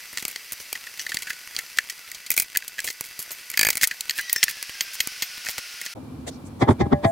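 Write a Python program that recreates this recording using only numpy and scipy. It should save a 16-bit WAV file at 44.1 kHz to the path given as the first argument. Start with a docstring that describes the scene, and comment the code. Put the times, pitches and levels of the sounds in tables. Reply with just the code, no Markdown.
"""Inside a wooden boat cabin, two close microphones on hand-tool work at an iron stove and its flue.
It opens in fast motion: cabin air hisses, a far engine whines thinly, and knocks, scrapes and steps
shrink to bright clicks and pings. At 3.6 s a hammer rattles on the stove; at 4.2 s the engine revs
up, then sinks. Near 6 s the pace drops to normal: a low hum, tools sliding, and from 6.6 s heavy
knocks that thump through the cabin and set the flue ringing."""
import sys
import numpy as np
from scipy import signal
from scipy.fft import rfft, irfft, next_fast_len
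from scipy.io import wavfile
from scipy.ndimage import uniform_filter1d

SR = 44100
rng = np.random.default_rng(int(sys.argv[2]) if len(sys.argv) > 2 else 0)


def to_wav(sig):
    """Store sig (one row per channel, or 1-D mono) as 16-bit WAV at the path in sys.argv[1].

    Samples outside -1..1 are clipped; the rate is SR.
    """
    pcm = np.clip(np.atleast_2d(sig), -1, 1) * 32767
    pcm = np.round(pcm).astype(np.int16)
    wavfile.write(sys.argv[1], SR, pcm.T)  # frames by channels


N = 313595
T = np.arange(N) / SR
FFT_SIZE = next_fast_len(N, True)

# likeness of the two microphones, in fast motion and at normal pace: f/Hz, correlation
LIKENESS_FAST = [(60, 0.77), (200, 0.76), (640, 0.66), (1410, 1), (3100, 0.96), (6820, 0.91), (10000, 0.69),
                 (15000, 0.75)]
LIKENESS_NORMAL = [(60, 0.94), (130, 0.96), (200, 0.9), (380, 0.66), (700, 0.22), (1290, 0.41),
                   (2380, 0.19), (4400, 0.13), (15000, .03)]
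# cabin air in fast motion, before and after the engine comes up: f/Hz, relative density/dB
IDLE_AIR = [(24, -55), (40, -24), (140, -20.5), (337, -19), (412, -17), (479, -16), (542, -17.5),
            (790, -16), (1440, -10.5), (2210, -2.5), (3560, -11), (4800, -5.5), (7170, -12), (14500, -12.5),
            (16000, -22)]
REVVED_AIR = [(24, -54), (40, -23), (121, -29.5), (163, -26), (231, -23), (283, -28), (363, -22),
              (896, -20), (1480, -10), (2570, -3), (3560, -9.5), (5180, -3.5), (7540, -15), (8990, -13.5),
              (16000, -20)]
# loudness of that air: t/s, level/dB
AIR_LEVEL = [(0, -42.5), (1.2, -43.5), (1.7, -43.5), (2.5, -47.5), (3.4, -43), (4.1, -43.5), (4.25, -40.5),
             (5.3, -37.5), (5.9, -39)]
# steady tones in it: f/Hz, width/Hz, level/dB
AIR_TONES = [(1980, 31, -56), (2663, 25, -57.5), (3380, 70, -63.5), (4810, 100, -57), (6010, 90, -57.5)]
# the far engine's whine: t/s, level/dB
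WHINE_LEVEL = [(0, -75), (.8, -65), (1.3, -49.5), (1.5, -60), (4.12, -54.5), (4.2, -37.5), (4.5, -45),
               (5.1, -51.5), (5.5, -48.5), (5.94, -51)]
# moments when it labours: t/s, lift/dB
ENGINE_LABOURS = [(0.832, 12), (1.614, 12), (2.05, 8)]
# a second, rising whine as it revs: t/s, f/Hz, level/dB
REV_COURSE = [(4.12, 1230, -56), (4.16, 1270, -43), (4.22, 1477, -45), (4.28, 1660, -46), (4.34, 1750, -59),
              (4.5, 1760, -68)]
# engine orders of each whine: multiple, gain/dB
WHINE_HARMONICS = [(1, -2), (2, -10), (3, -10)]
REV_HARMONICS = [(2, 1.5), (3, -7), (4, -3)]
# tool knocks in fast motion: t/s, length/s, clack level/dB, hull thud level/dB,
TOOL_KNOCKS = [(.13, 0.0035, -47, -46.5, 7.5, 9, None, None),
               (.173, 0.0018, -25, -42.5, -2.5, -8.5, 0.0094, None),
               (0.225, 0.0028, -34, -38, -3, -1, None, None),
               (0.2518, 0.0011, -25, -34.5, -6.5, -1, None, None),
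               (0.281, 0.002, -34, -40.5, -6, 8.5, None, None),
               (0.36, 0.0017, -28.5, -43, -2.5, -8, None, None),
               (0.5215, 0.0021, -34, -42.5, -8, 8.5, .0105, None),
               (0.599, 0.0096, -39, -45, -13, -3, None, "poker"),
               (.7286, 0.0017, -27.5, -37, -6.5, 3.5, None, None),
               (.994, .0027, -29, -54, -1.5, -14, 0.0057, "poker"),
               (1.0924, 0.0092, -30, -42.5, -3, -5.5, None, None),
               (1.144, 0.0047, -26, -36, -9, -3, None, None),
               (1.1699, .0012, -23, -43, -2, -11, None, None),
               (1.2217, 0.0039, -30.5, -46.5, -4, -3, .008, None),
               (1.5647, 0.00078, -21.5, -44.5, -17, -16, None, None),
               (1.588, 0.0051, -26.5, -44, 1, -2.5, None, None),
               (1.786, .0016, -19, -38.5, 7, -8, None, None),
               (1.898, 0.0067, -26.5, -63, -4.5, -5, None, None),
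               (2.1157, .0021, -34.5, -67, 0, 0, None, None),
               (2.146, 0.01, -32.5, -49, -18, -7, None, None),
               (2.2636, 0.0073, -33.5, -54, -7, -4, None, None),
               (2.3043, 0.0011, -24, -38, 0, 9.5, 0.012, "plate"),
               (2.3394, 0.0037, -32, -48, -5, 2, None, None),
               (2.3774, 0.00095, -21, -33.5, -.5, 5, None, "plate"),
               (2.3988, 0.0021, -22.5, -39, -5, 6.5, None, "plate"),
               (2.421, 0.0061, -32, -44, -1, 10.5, None, "plate"),
               (2.572, 0.0017, -19, -45.5, -11, 5, None, None),
               (2.6795, .0037, -32.5, -51, -25, 3.5, None, None),
               (2.8027, 0.0022, -29, -50, -12.5, -3, None, None),
               (2.843, 0.011, -29.5, -36.5, -6, 5, None, None),
               (3.0094, 0.0011, -30.5, -34.5, -6, 6, None, None),
               (3.1911, .004, -32.5, -42.5, -12, 2, .0085, "spanner"),
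               (3.3065, .005, -36, -41.5, -14, -2, None, None),
               (3.316, .008, -37, -46, -8, 7, None, "pliers"),
               (3.501, .0018, -33.5, -49, -5, 5.5, .014, None),
               (3.7034, 0.0028, -18.5, -35, -5, 1, None, None),
               (3.7545, 0.00081, -31, -39.5, 0, 4.5, None, None),
               (3.771, 0.0012, -26, -40, -2, 3.5, 0.0065, None),
               (3.812, .004, -25, -45, -2, -12, None, None), (3.832, .002, -21, -33, 7, 4.5, None, None),
               (3.84, 0.003, -20, -42, 1, -2.5, .0045, None),
               (3.873, 0.0034, -26, -41, -22, 7.5, None, None),
               (4.0078, .0021, -24.5, -47, -20, -1, None, None),
               (4.0955, 0.0017, -18.5, -43.5, -7, -21.5, 0.013, "flue"),
               (4.2958, 0.0022, -25.5, -52, -2.5, -14, None, "flue"),
               (4.329, 0.0018, -26, -39, -8, 14.5, None, "flue"),
               (4.3604, 0.004, -27, -38, 7, 1.5, None, "bar"),
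               (4.429, 0.0032, -13, -37.5, -1.5, -15, .0047, None),
               (4.439, 0.0021, -18, -37, -16, 3.5, None, None),
               (4.6273, .0012, -29.5, -43, -5, 2, None, None),
               (4.694, .0031, -36.5, -41, 1.5, -4, None, None),
               (4.808, .0033, -17.5, -40.5, -7, -16, None, "flue"),
               (5.0032, 0.004, -15.5, -37, -5.5, -12.5, None, "flue"),
               (5.073, 0.0014, -28.5, -33.5, -7.5, 3.5, None, None),
               (5.222, 0.0081, -19.5, -36.5, -5.5, -8.5, None, "flue"),
               (5.4866, 0.00087, -27, -37, -2.5, -7.5, 0.0073, "flue"),
               (5.5808, 0.0031, -28, -33.5, -3.5, -3, .006, None),
               (5.814, .0031, -33, -47.5, 2.5, 2.5, None, None),
               (5.862, 0.0053, -27.5, -46, -4.5, -19, None, None)]
# stove and cabin resonances in each clack: f/Hz, width/Hz, gain/dB
CLACK_MODES = [(3300, 210, 2), (4265, 195, 1), (4625, 117, 5.5), (5130, 2800, 2.5), (6510, 450, -1),
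               (7650, 680, -11.5), (8360, 450, -10)]
# scrapes in fast motion: t/s, length/s, level/dB, centre f/Hz
FAST_SCRAPES = [(.17, 0.054, -40, 4500), (.52, 0.015, -37, 10000), (.595, 0.041, -43, 13000),
                (.995, 0.051, -42, 6000), (1.09, 0.1, -44, 5000), (1.28, 0.049, -39.5, 8000),
                (2.31, 0.026, -30.5, 9600), (2.378, 0.056, -33, 10500), (2.835, 0.11, -37.5, 8000),
                (3.035, 0.047, -41.5, 12000), (3.19, 0.058, -39, 13000), (3.305, 0.027, -45, 12900),
                (3.81, 0.048, -21, 6800), (4.15, 0.049, -34.5, 7000), (4.48, 0.059, -37, 8000),
                (4.925, 0.036, -35.5, 11000), (5.48, 0.059, -35.5, 10000), (5.84, 0.037, -40, 8050)]
# spells of rummaging: t/s, length/s, clack level/dB, hardness/dB
RUMMAGE_SPELLS = [(.284, .03, -39.5, 3), (0.972, .06, -40, -8), (1.185, .012, -39, 1),
                  (1.325, .012, -37, -6), (1.543, .011, -39.5, -6), (1.77, .011, -34, -7),
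                  (2.361, .045, -29.5, 4.5), (2.872, .036, -29.5, -10), (3.036, .011, -38.5, -3),
                  (3.723, .011, -31, 0), (3.821, .009, -31, -7), (4.169, .05, -39.5, 4),
                  (4.484, .035, -35, -3.5), (5.448, .055, -35, -5)]
# modes of the flue, four loose tools, the stove and its plate in fast motion: f/Hz, gain/dB, t60/s
METAL_MODES = {"flue": [(11410, -31, 0.24), (11970, -11.5, 0.14), (12840, -21, .15), (13150, 1, 0.074),
               (14500, -10, .11), (15570, -19, 0.11)], "bar": [(5420, -2.5, 0.21), (6110, -5.5, 0.12),
               (7580, -10, 0.14), (14860, -13, 0.24)], "spanner": [(5660, -11, .06), (6600, -6, .1),
               (11250, -1, .17), (11370, -2, .15), (12340, -7, .14), (13310, 0, .13), (13520, -1, .08)],
               "pliers": [(6580, -3.5, .1), (13200, 3, .06), (13380, 3, .08), (13600, 1, .13)],
               "poker": [(2950, -5, .1), (6040, -1.5, 0.13), (5600, -3.5, 0.11)],
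               "plate": [(2300, -7, 0.091), (2476, 1, 0.056), (4722, -23, 0.041)],
               "stove": [(1727, 5.5, 0.027), (2370, -5.5, 0.038), (2487, 2, 0.034), (4730, -2, .055)]}
# each metal's ring against the knock that strikes it: gain/dB
METAL_GAIN = {"flue": -6.5, "bar": 4, "spanner": 2.5, "pliers": 3.5, "poker": -1, "plate": 1, "stove": -1}
# feet and knees on the floor: t/s, length/s, boom level/dB, boom f/Hz
FOOTFALLS = [(.753, 0.0074, -27, 1990), (.8674, 0.0046, -32.5, 1870), (1.065, 0.0033, -24.5, 1930),
             (1.1187, 0.0041, -24, 1820), (1.27, 0.0097, -28, 1780), (1.303, 0.0043, -22.5, 1850),
             (2.55, 0.0023, -27, 1910), (2.559, 0.0015, -22.5, 1890), (2.623, 0.0015, -34, 1810),
             (2.7816, 0.01, -29, 1830), (2.7901, 0.0033, -23, 1890), (3.539, .003, -27, 2020),
             (3.9112, 0.0057, -22.5, 1870), (4.186, 0.0021, -23, 1920), (4.192, 0.0044, -21.5, 1840),
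             (4.4814, 0.0019, -21.5, 1880), (5.4657, 0.0018, -26.5, 1800)]
# the hammer run peaks early, then grows duller and heavier: t/s, clack level/dB, thud level/dB
HAMMER_LEVELS = [(3.574, -20, -38), (3.595, -15.5, -30), (3.65, -21, -30.5), (3.688, -22, -26.5)]
# room tone at normal pace: f/Hz, relative density/dB
ROOM_SPECTRUM = [(25, -37), (50, -20), (80, -5), (140, -8.5), (190, -10.5), (260, -5), (384, -18.5),
                 (714, -25), (880, -24.5), (1200, -28.5), (1800, -39.5), (4300, -41), (6500, -46.5),
                 (11000, -45.5), (16000, -53)]
# steady tones in it: f/Hz, width/Hz, level/dB
ROOM_TONES = [(81.3, 7.7, -68), (258, 15, -48), (2350, 35, -65.5)]
# tools sliding at normal pace: t/s, length/s, level/dB, centre f/Hz
TOOL_SLIDES = [(5.953, 0.039, -42.5, 640), (6.26, 0.041, -37, 530), (6.262, 0.036, -45.5, 1840),
               (6.265, 0.039, -42.5, 3700), (6.265, 0.04, -40, 7200), (6.29, 0.097, -57, 4900),
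               (6.443, .05, -54.5, 7350), (6.593, 0.053, -48, 6740), (6.675, 0.066, -48.5, 7900),
               (6.79, 0.043, -48, 5530), (7.025, 0.096, -51, 8440)]
# heavy knocks on the flue: t/s, decay/s, then level/dB of thump, body, clank and edge
FLUE_BLOWS = [(6.624, 0.01, -17.5, -16, -19.5, -30), (6.691, 0.0079, -15, -12.5, -16.5, -34),
              (6.711, 0.0092, -19.5, -20, -24, -37.5), (6.812, 0.0086, -17.5, -17, -25.5, -32.5),
              (6.866, 0.0065, -30, -26, -37.5, -55), (6.932, 0.0051, -19.5, -13, -19.5, -37),
              (7.05, 0.009, -19, -19, -21, -29.5)]
# the cabin's low boom, then the flue's modes: f/Hz, gain/dB, t60/s
FLUE_MODES = [(96.5, 4, 0.12), (587, -13, 0.47), (669, -19, 1), (805, 2.5, 0.19), (1048, -8, 0.13),
              (1680, -12, 0.19), (1840, -25, 0.27), (1880, -6.5, 0.074), (2026, -5, 0.076),
              (2150, -27, 0.16)]
# rings of the flue: t/s, level/dB, f/Hz favoured by the spot struck, its lift/dB
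FLUE_RINGS = [(6.624, -24.5, 2020, 8), (6.692, -36, 100, 16), (6.812, -23, 810, 1), (6.932, -26, 590, 15),
              (7.05, -21, 667, 23)]


def gain(db):
    """Decibels to amplitude."""
    return 10 ** (np.asarray(db) / 20)


def unit_rms(x):
    """Scales a signal to unit rms."""
    return x / np.sqrt(np.mean(x ** 2) + 1e-20)


def wobble(shape, span):
    """Random motion of unit rms, smoothed over span samples."""
    return unit_rms(uniform_filter1d(rng.standard_normal(shape), span))


def value_at(points, hz):
    """Reads rows of f/Hz, value on a log-frequency axis."""
    f, value = np.transpose(points)
    return np.interp(np.log(hz + 1), np.log(f + 1), value)


def add(mix, start_s, sound):
    """Mixes a sound in at start_s."""
    part = mix[:, max(round(start_s * SR), 0):][:, :sound.shape[-1]]
    part += sound[..., :part.shape[1]]


def bins(size):
    """Frequencies of a spectrum of size samples."""
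    return np.fft.rfftfreq(size, 1 / SR)


def resonance(f, hz, width):
    """Complex response of one damped mode, gain 1 at its centre."""
    return 1j * f * width / (hz ** 2 - f ** 2 + 1j * f * width)


def band(f, lo_hz, hi_hz, order=3):
    """Complex response of a causal, flat-topped band-pass."""
    s = 1j * (f ** 2 - lo_hz * hi_hz) / ((f + 1e-3) * (hi_hz - lo_hz))
    return 1 / np.prod([s - pole for pole in signal.buttap(order)[1]], axis=0)


def pair_noise(size, likeness):
    """White noise at two close microphones, partly alike."""
    mid, side = rfft(rng.standard_normal((2, size)))
    same = np.clip(value_at(likeness, bins(size)), 0, .999)
    mid, side = mid * np.sqrt((1 + same) / 2), side * np.sqrt((1 - same) / 2)
    return irfft(np.array([mid + side, mid - side]), size)


def steady_noise(response, likeness):
    """Lasting noise at the pair with the given response."""
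    return irfft(rfft(pair_noise(FFT_SIZE, likeness)) * response, FFT_SIZE)[:, :N]


def air(spectrum, likeness):
    """Steady noise of unit rms with the given spectrum."""
    return unit_rms(steady_noise(gain(value_at(spectrum, bins(FFT_SIZE))), likeness))


def tones(rows, likeness):
    """Narrow bands of noise, heard as wavering tones."""
    f = bins(FFT_SIZE)
    peaks = sum(gain(db) / (1 + (2 * (f - hz) / width) ** 2) * np.sqrt(SR / 2 / width)
                for hz, width, db in rows)
    return steady_noise(peaks, likeness)


def through(burst, paths, hold_s):
    """Sends a burst down (response, level/dB) paths, each with the energy of its level over hold_s."""
    spectrum = rfft(burst)
    filtered = [(spectrum * response, db) for response, db in paths]
    mixed = sum(gain(db) * y / np.sqrt(np.mean(abs(y) ** 2) + 1e-20) for y, db in filtered)
    return irfft(mixed) * np.sqrt(hold_s * SR)


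def ring(modes, likeness, rise_s):
    """Dying sines; the cabin's standing waves put them out of phase between the microphones."""
    t = np.arange(SR // 2) / SR
    out = np.zeros((2, len(t)))
    for hz, db, t60 in modes:
        apart = np.arccos(np.clip(value_at(likeness, hz), 0, 1)) * np.array([[.5], [-.5]])
        out += gain(db - 60 * t / t60) * np.sin(2 * np.pi * (hz * t + rng.random()) + apart)
    return out * (1 - np.exp(-t / rise_s))


def cabin_hiss():
    """Cabin air in fast motion; its colour shifts as the far engine comes up."""
    revved = np.interp(T, [4.1, 4.3], [0, 1])
    hiss = np.sqrt(1 - revved) * air(IDLE_AIR, LIKENESS_FAST)
    hiss += np.sqrt(revved) * air(REVVED_AIR, LIKENESS_FAST)
    return hiss * gain(np.interp(T, *np.transpose(AIR_LEVEL))) + tones(AIR_TONES, LIKENESS_FAST)


def whine(times, hz, db, orders, waver=.0042, flutter_db=4.5):
    """A wavering stack of engine orders on a pitch curve, centred between the microphones."""
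    drift, flutter = wobble((2, N), 400)
    phase = 2 * np.pi * np.cumsum(np.interp(T, times, hz) * (1 + waver * drift)) / SR
    sounding = (T >= times[0]) & (T <= times[-1])
    level = gain(np.interp(T, times, db) + flutter_db * flutter) * sounding
    return level * sum(gain(order_db) * np.sin(order * phase) for order, order_db in orders)


def far_engine(idle_hz=1479, peak_hz=2017, settled_hz=1379, peak_s=4.2, rise_s=.08, sink_s=.57,
               labour_s=.04, sag_hz=144):
    """A distant engine idles, dips lower and louder as it labours, revs up once and sinks back."""
    sinking_hz = settled_hz + (peak_hz - settled_hz) * np.exp(-np.maximum(T - peak_s, 0) / sink_s)
    hz = idle_hz + (sinking_hz - idle_hz) * np.clip(1 + (T - peak_s) / rise_s, 0, 1)
    db = np.interp(T, *np.transpose(WHINE_LEVEL))
    for at, lift_db in ENGINE_LABOURS:
        load = np.exp(-((T - at) / labour_s) ** 2)
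        hz, db = hz - sag_hz * load, db + lift_db * load
    return whine(T, hz, db, WHINE_HARMONICS) + whine(*np.transpose(REV_COURSE), REV_HARMONICS)


def faint_touches(per_s=60, level_db=-49, spread_db=3.5, decay_s=.0012):
    """Hands and tools brush things at random, each touch a tiny burst of noise."""
    strengths = gain(spread_db * np.minimum(rng.exponential(1, FFT_SIZE), 2))
    touches = strengths * (rng.random(FFT_SIZE) < per_s / SR)
    envelope = signal.lfilter([1], [1, -np.exp(-1 / (decay_s * SR))], touches)
    spectrum = [(30, -4), (600, -10), (1200, -7), (1900, 3), (3500, -2.5), (15000, -9)]  # f/Hz, gain/dB
    colour = gain(value_at(spectrum, bins(FFT_SIZE)))
    bursts = pair_noise(FFT_SIZE, LIKENESS_FAST) * envelope
    return gain(level_db) * unit_rms(irfft(rfft(bursts) * colour, FFT_SIZE)[:, :N])


def knocks(contacts, size=2048, rise_s=.00029, echo_db=-24, echo_s=.0089, half_width_hz=240):
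    """Each contact and its cabin echo drive a hull thud, floor boom, stove clack and bright tick."""
    f, t, out = bins(size), np.arange(size) / SR, np.zeros((2, N))
    thud = band(f, 34, 1900, order=1) * band(f, 8.5, 1670, order=2)
    body = sum(gain(db) * resonance(f, hz, width) for hz, width, db in CLACK_MODES)
    clack = band(f, 2340, 8620, order=4) * body
    tick = band(f, 9060, 18600)
    broad_boom = gain(-9) * band(f, 1510, 2655, order=4)
    echo = gain(echo_db) * np.exp(-t / echo_s)
    for at, length, boom_hz, thud_db, boom_db, clack_db, tick_db in contacts:
        envelope = (1 - np.exp(-t / rise_s)) * (np.exp(-(t / length) ** 1.05) + echo)
        boom = band(f, boom_hz - half_width_hz, boom_hz + half_width_hz, order=4) + broad_boom
        tilt = np.clip((tick_db - clack_db + 4.5) / 12, -.2, .7)  # a harder contact clacks brighter
        tilted_clack = clack * (f / 5000 + .01) ** tilt
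        paths = (thud, thud_db), (boom, boom_db), (tilted_clack, clack_db), (tick, tick_db)
        add(out, at - .0003, through(pair_noise(size, LIKENESS_FAST) * envelope, paths, hold_s=.0048))
    return out


def contact(at, length, clack_db, thud_db, weight_db, hard_db):
    """One row for knocks(): a light, hard contact booms higher than a heavy one."""
    boom_hz = 2040 + 10 * hard_db - 17.5 * weight_db
    return at, length, boom_hz, thud_db, clack_db + weight_db, clack_db, clack_db + hard_db


def tool_contacts(rebound_db=-4.5):
    """Tools strike; some bounce and land again more weakly."""
    for at, length, db, thud_db, weight_db, hard_db, delay, _ in TOOL_KNOCKS:
        yield contact(at, length, db, thud_db, weight_db, hard_db)
        if delay:
            yield contact(at + delay, length, db + rebound_db, thud_db + rebound_db, weight_db, hard_db)


def scrapes(rows, likeness, grain_db, grain_s, band_ratio, size=8192):
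    """Metal slides on metal: noise that catches and slips in grains."""
    t, out = np.arange(size) / SR, np.zeros((2, N))
    for at, length, db, hz in rows:
        grains = gain(grain_db * wobble(size, int(grain_s * SR)))
        stroke = np.sin(np.pi * np.minimum(t / length, 1))
        friction = pair_noise(size, likeness) * grains * stroke
        colour = band(bins(size), hz / band_ratio, hz * band_ratio, order=2)
        add(out, at, through(friction, [(colour, db)], hold_s=length))
    return out


def rummaging(count=24, gap_s=.012, spread_db=2.5):
    """Small contacts of uneven timing and strength through each spell."""
    for start, length, db, hard_db in RUMMAGE_SPELLS:
        times = start + gap_s * (np.arange(count) + .5 * rng.random(count))
        scatter = spread_db * rng.standard_normal((count, 3))
        for at, (louder, heavier, harder) in zip(times[times < start + length], scatter):
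            yield contact(at, length=.0046, clack_db=db + louder, thud_db=db - 14.5,
                          weight_db=heavier - 2.5, hard_db=hard_db + harder)


def metal_pings(flutter_db=3):
    """Flue, stove, plate or loose tool rings on after a knock; cabin echoes make the ring flutter."""
    out = np.zeros((2, N))
    struck = [(at, db, metal) for at, _, db, *_, metal in TOOL_KNOCKS if metal]
    for at, db, _, flue_db in hammer_run():
        struck += [(at, db, "stove"), (at, flue_db, "flue")]
    for at, db, metal in struck:
        ping = ring(METAL_MODES[metal], LIKENESS_FAST, rise_s=.0004)
        add(out, at + .0011, gain(db + METAL_GAIN[metal]) * ping)
    return out * gain(flutter_db * wobble(N, 300))


def footfalls():
    """Feet and knees land on the wooden floor: contacts that are nearly all boom."""
    for at, length, boom_db, boom_hz in FOOTFALLS:
        thud_db, clack_db, tick_db = boom_db - 22, boom_db - 7.5, boom_db - 15
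        yield at, length, boom_hz, thud_db, boom_db, clack_db, tick_db


def hammer_run(start_s=3.5737, gap_s=.0189, count=7, first_flue_db=-26, last_flue_db=-17):
    """Even blows that shake the flue ever harder: t/s, then level/dB of clack, thud and flue drive."""
    times = start_s + gap_s * np.arange(count)
    at, clack_db, thud_db = np.transpose(HAMMER_LEVELS)
    flue_db = np.linspace(first_flue_db, last_flue_db, count)
    return zip(times, np.interp(times, at, clack_db), np.interp(times, at, thud_db), flue_db)


def hammer_contacts(length_s=.0025, boom_hz=2130, boom_db=-21.5, hard_db=-.5):
    """The hammer meets the iron stove in short, hard contacts."""
    for at, clack_db, thud_db, _ in hammer_run():
        yield at, length_s, boom_hz, thud_db, boom_db, clack_db, clack_db + hard_db


def cabin_hum(level_db=-38.5):
    """Room tone at normal pace: low noise with three wavering tones."""
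    return gain(level_db) * air(ROOM_SPECTRUM, LIKENESS_NORMAL) + tones(ROOM_TONES, LIKENESS_NORMAL)


def flue_blows(size=16384, lead_s=.04, swell_s=.0068, echo_db=-29, echo_s=.02):
    """Heavy knocks on the flue swell in over some milliseconds and thump through the cabin."""
    f, t, out = bins(size), np.arange(size) / SR - lead_s, np.zeros((2, N))
    thump, body = band(f, 76, 143), band(f, 182, 395)
    clank = band(f, 570, 970) + gain(4) * band(f, 480, 1155)
    edge_modes = gain(-.5) * resonance(f, 3450, 420) + gain(-14.5) * resonance(f, 4360, 900)
    edge = (band(f, 1820, 2540, order=2) + edge_modes) * band(f, 1070, 5300, order=2)
    swell, since_peak = np.exp(np.minimum(t, 0) / swell_s), np.maximum(t, 0)
    echo = gain(echo_db) * np.exp(-since_peak / echo_s)
    for at, decay_s, *levels in FLUE_BLOWS:
        burst = pair_noise(size, LIKENESS_NORMAL) * swell * (np.exp(-since_peak / decay_s) + echo)
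        paths = zip((thump, body, clank, edge), levels)
        add(out, at - lead_s - .002, through(burst, paths, hold_s=.02))
    return out


def flue_ringing(spot_width=.051):
    """The flue rings on, favouring a pitch set by the spot struck, until the tool lands and damps it."""
    t, out = np.arange(SR // 2) / SR, np.zeros((2, N))
    for at, level_db, spot_hz, lift_db in FLUE_RINGS:
        modes = [(hz, db + lift_db * np.exp(-(np.log(hz / spot_hz) / spot_width) ** 2), t60)
                 for hz, db, t60 in FLUE_MODES]
        next_touch = min((later for later, *_ in FLUE_RINGS if later > at), default=at + 1)
        damping = np.interp(at + t, [next_touch - .02, next_touch], [1, 0])
        add(out, at, gain(level_db) * ring(modes, LIKENESS_NORMAL, rise_s=.0012) * damping)
    return out


def scene(pace_drop_s=5.937, gap_s=.014):
    """The work in fast motion, a brief gap, then the same cabin at normal pace."""
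    fast = cabin_hiss() + far_engine() + faint_touches()
    fast += knocks([*tool_contacts(), *rummaging(), *footfalls(), *hammer_contacts()])
    fast += scrapes(FAST_SCRAPES, LIKENESS_FAST, grain_db=6.5, grain_s=.0026, band_ratio=3)
    fast += metal_pings()
    normal = cabin_hum()
    normal += scrapes(TOOL_SLIDES, LIKENESS_NORMAL, grain_db=1, grain_s=.003, band_ratio=1.26)
    normal += flue_blows() + flue_ringing()
    fade_out = np.clip((pace_drop_s - T) / .002 + 1, 0, 1)
    fade_in = np.clip((T - pace_drop_s - gap_s) / .004 + .5, 0, 1)
    return fast * fade_out + normal * fade_in


def record(dry):
    """Both microphone channels stop at full scale, then pass a steep low-pass."""
    low_pass = signal.firwin(401, cutoff=15950, window=("kaiser", 8), fs=SR)
    return signal.oaconvolve(np.clip(dry, -1, 1), low_pass[None], "same")


dry = scene()
out = record(dry)
to_wav(out)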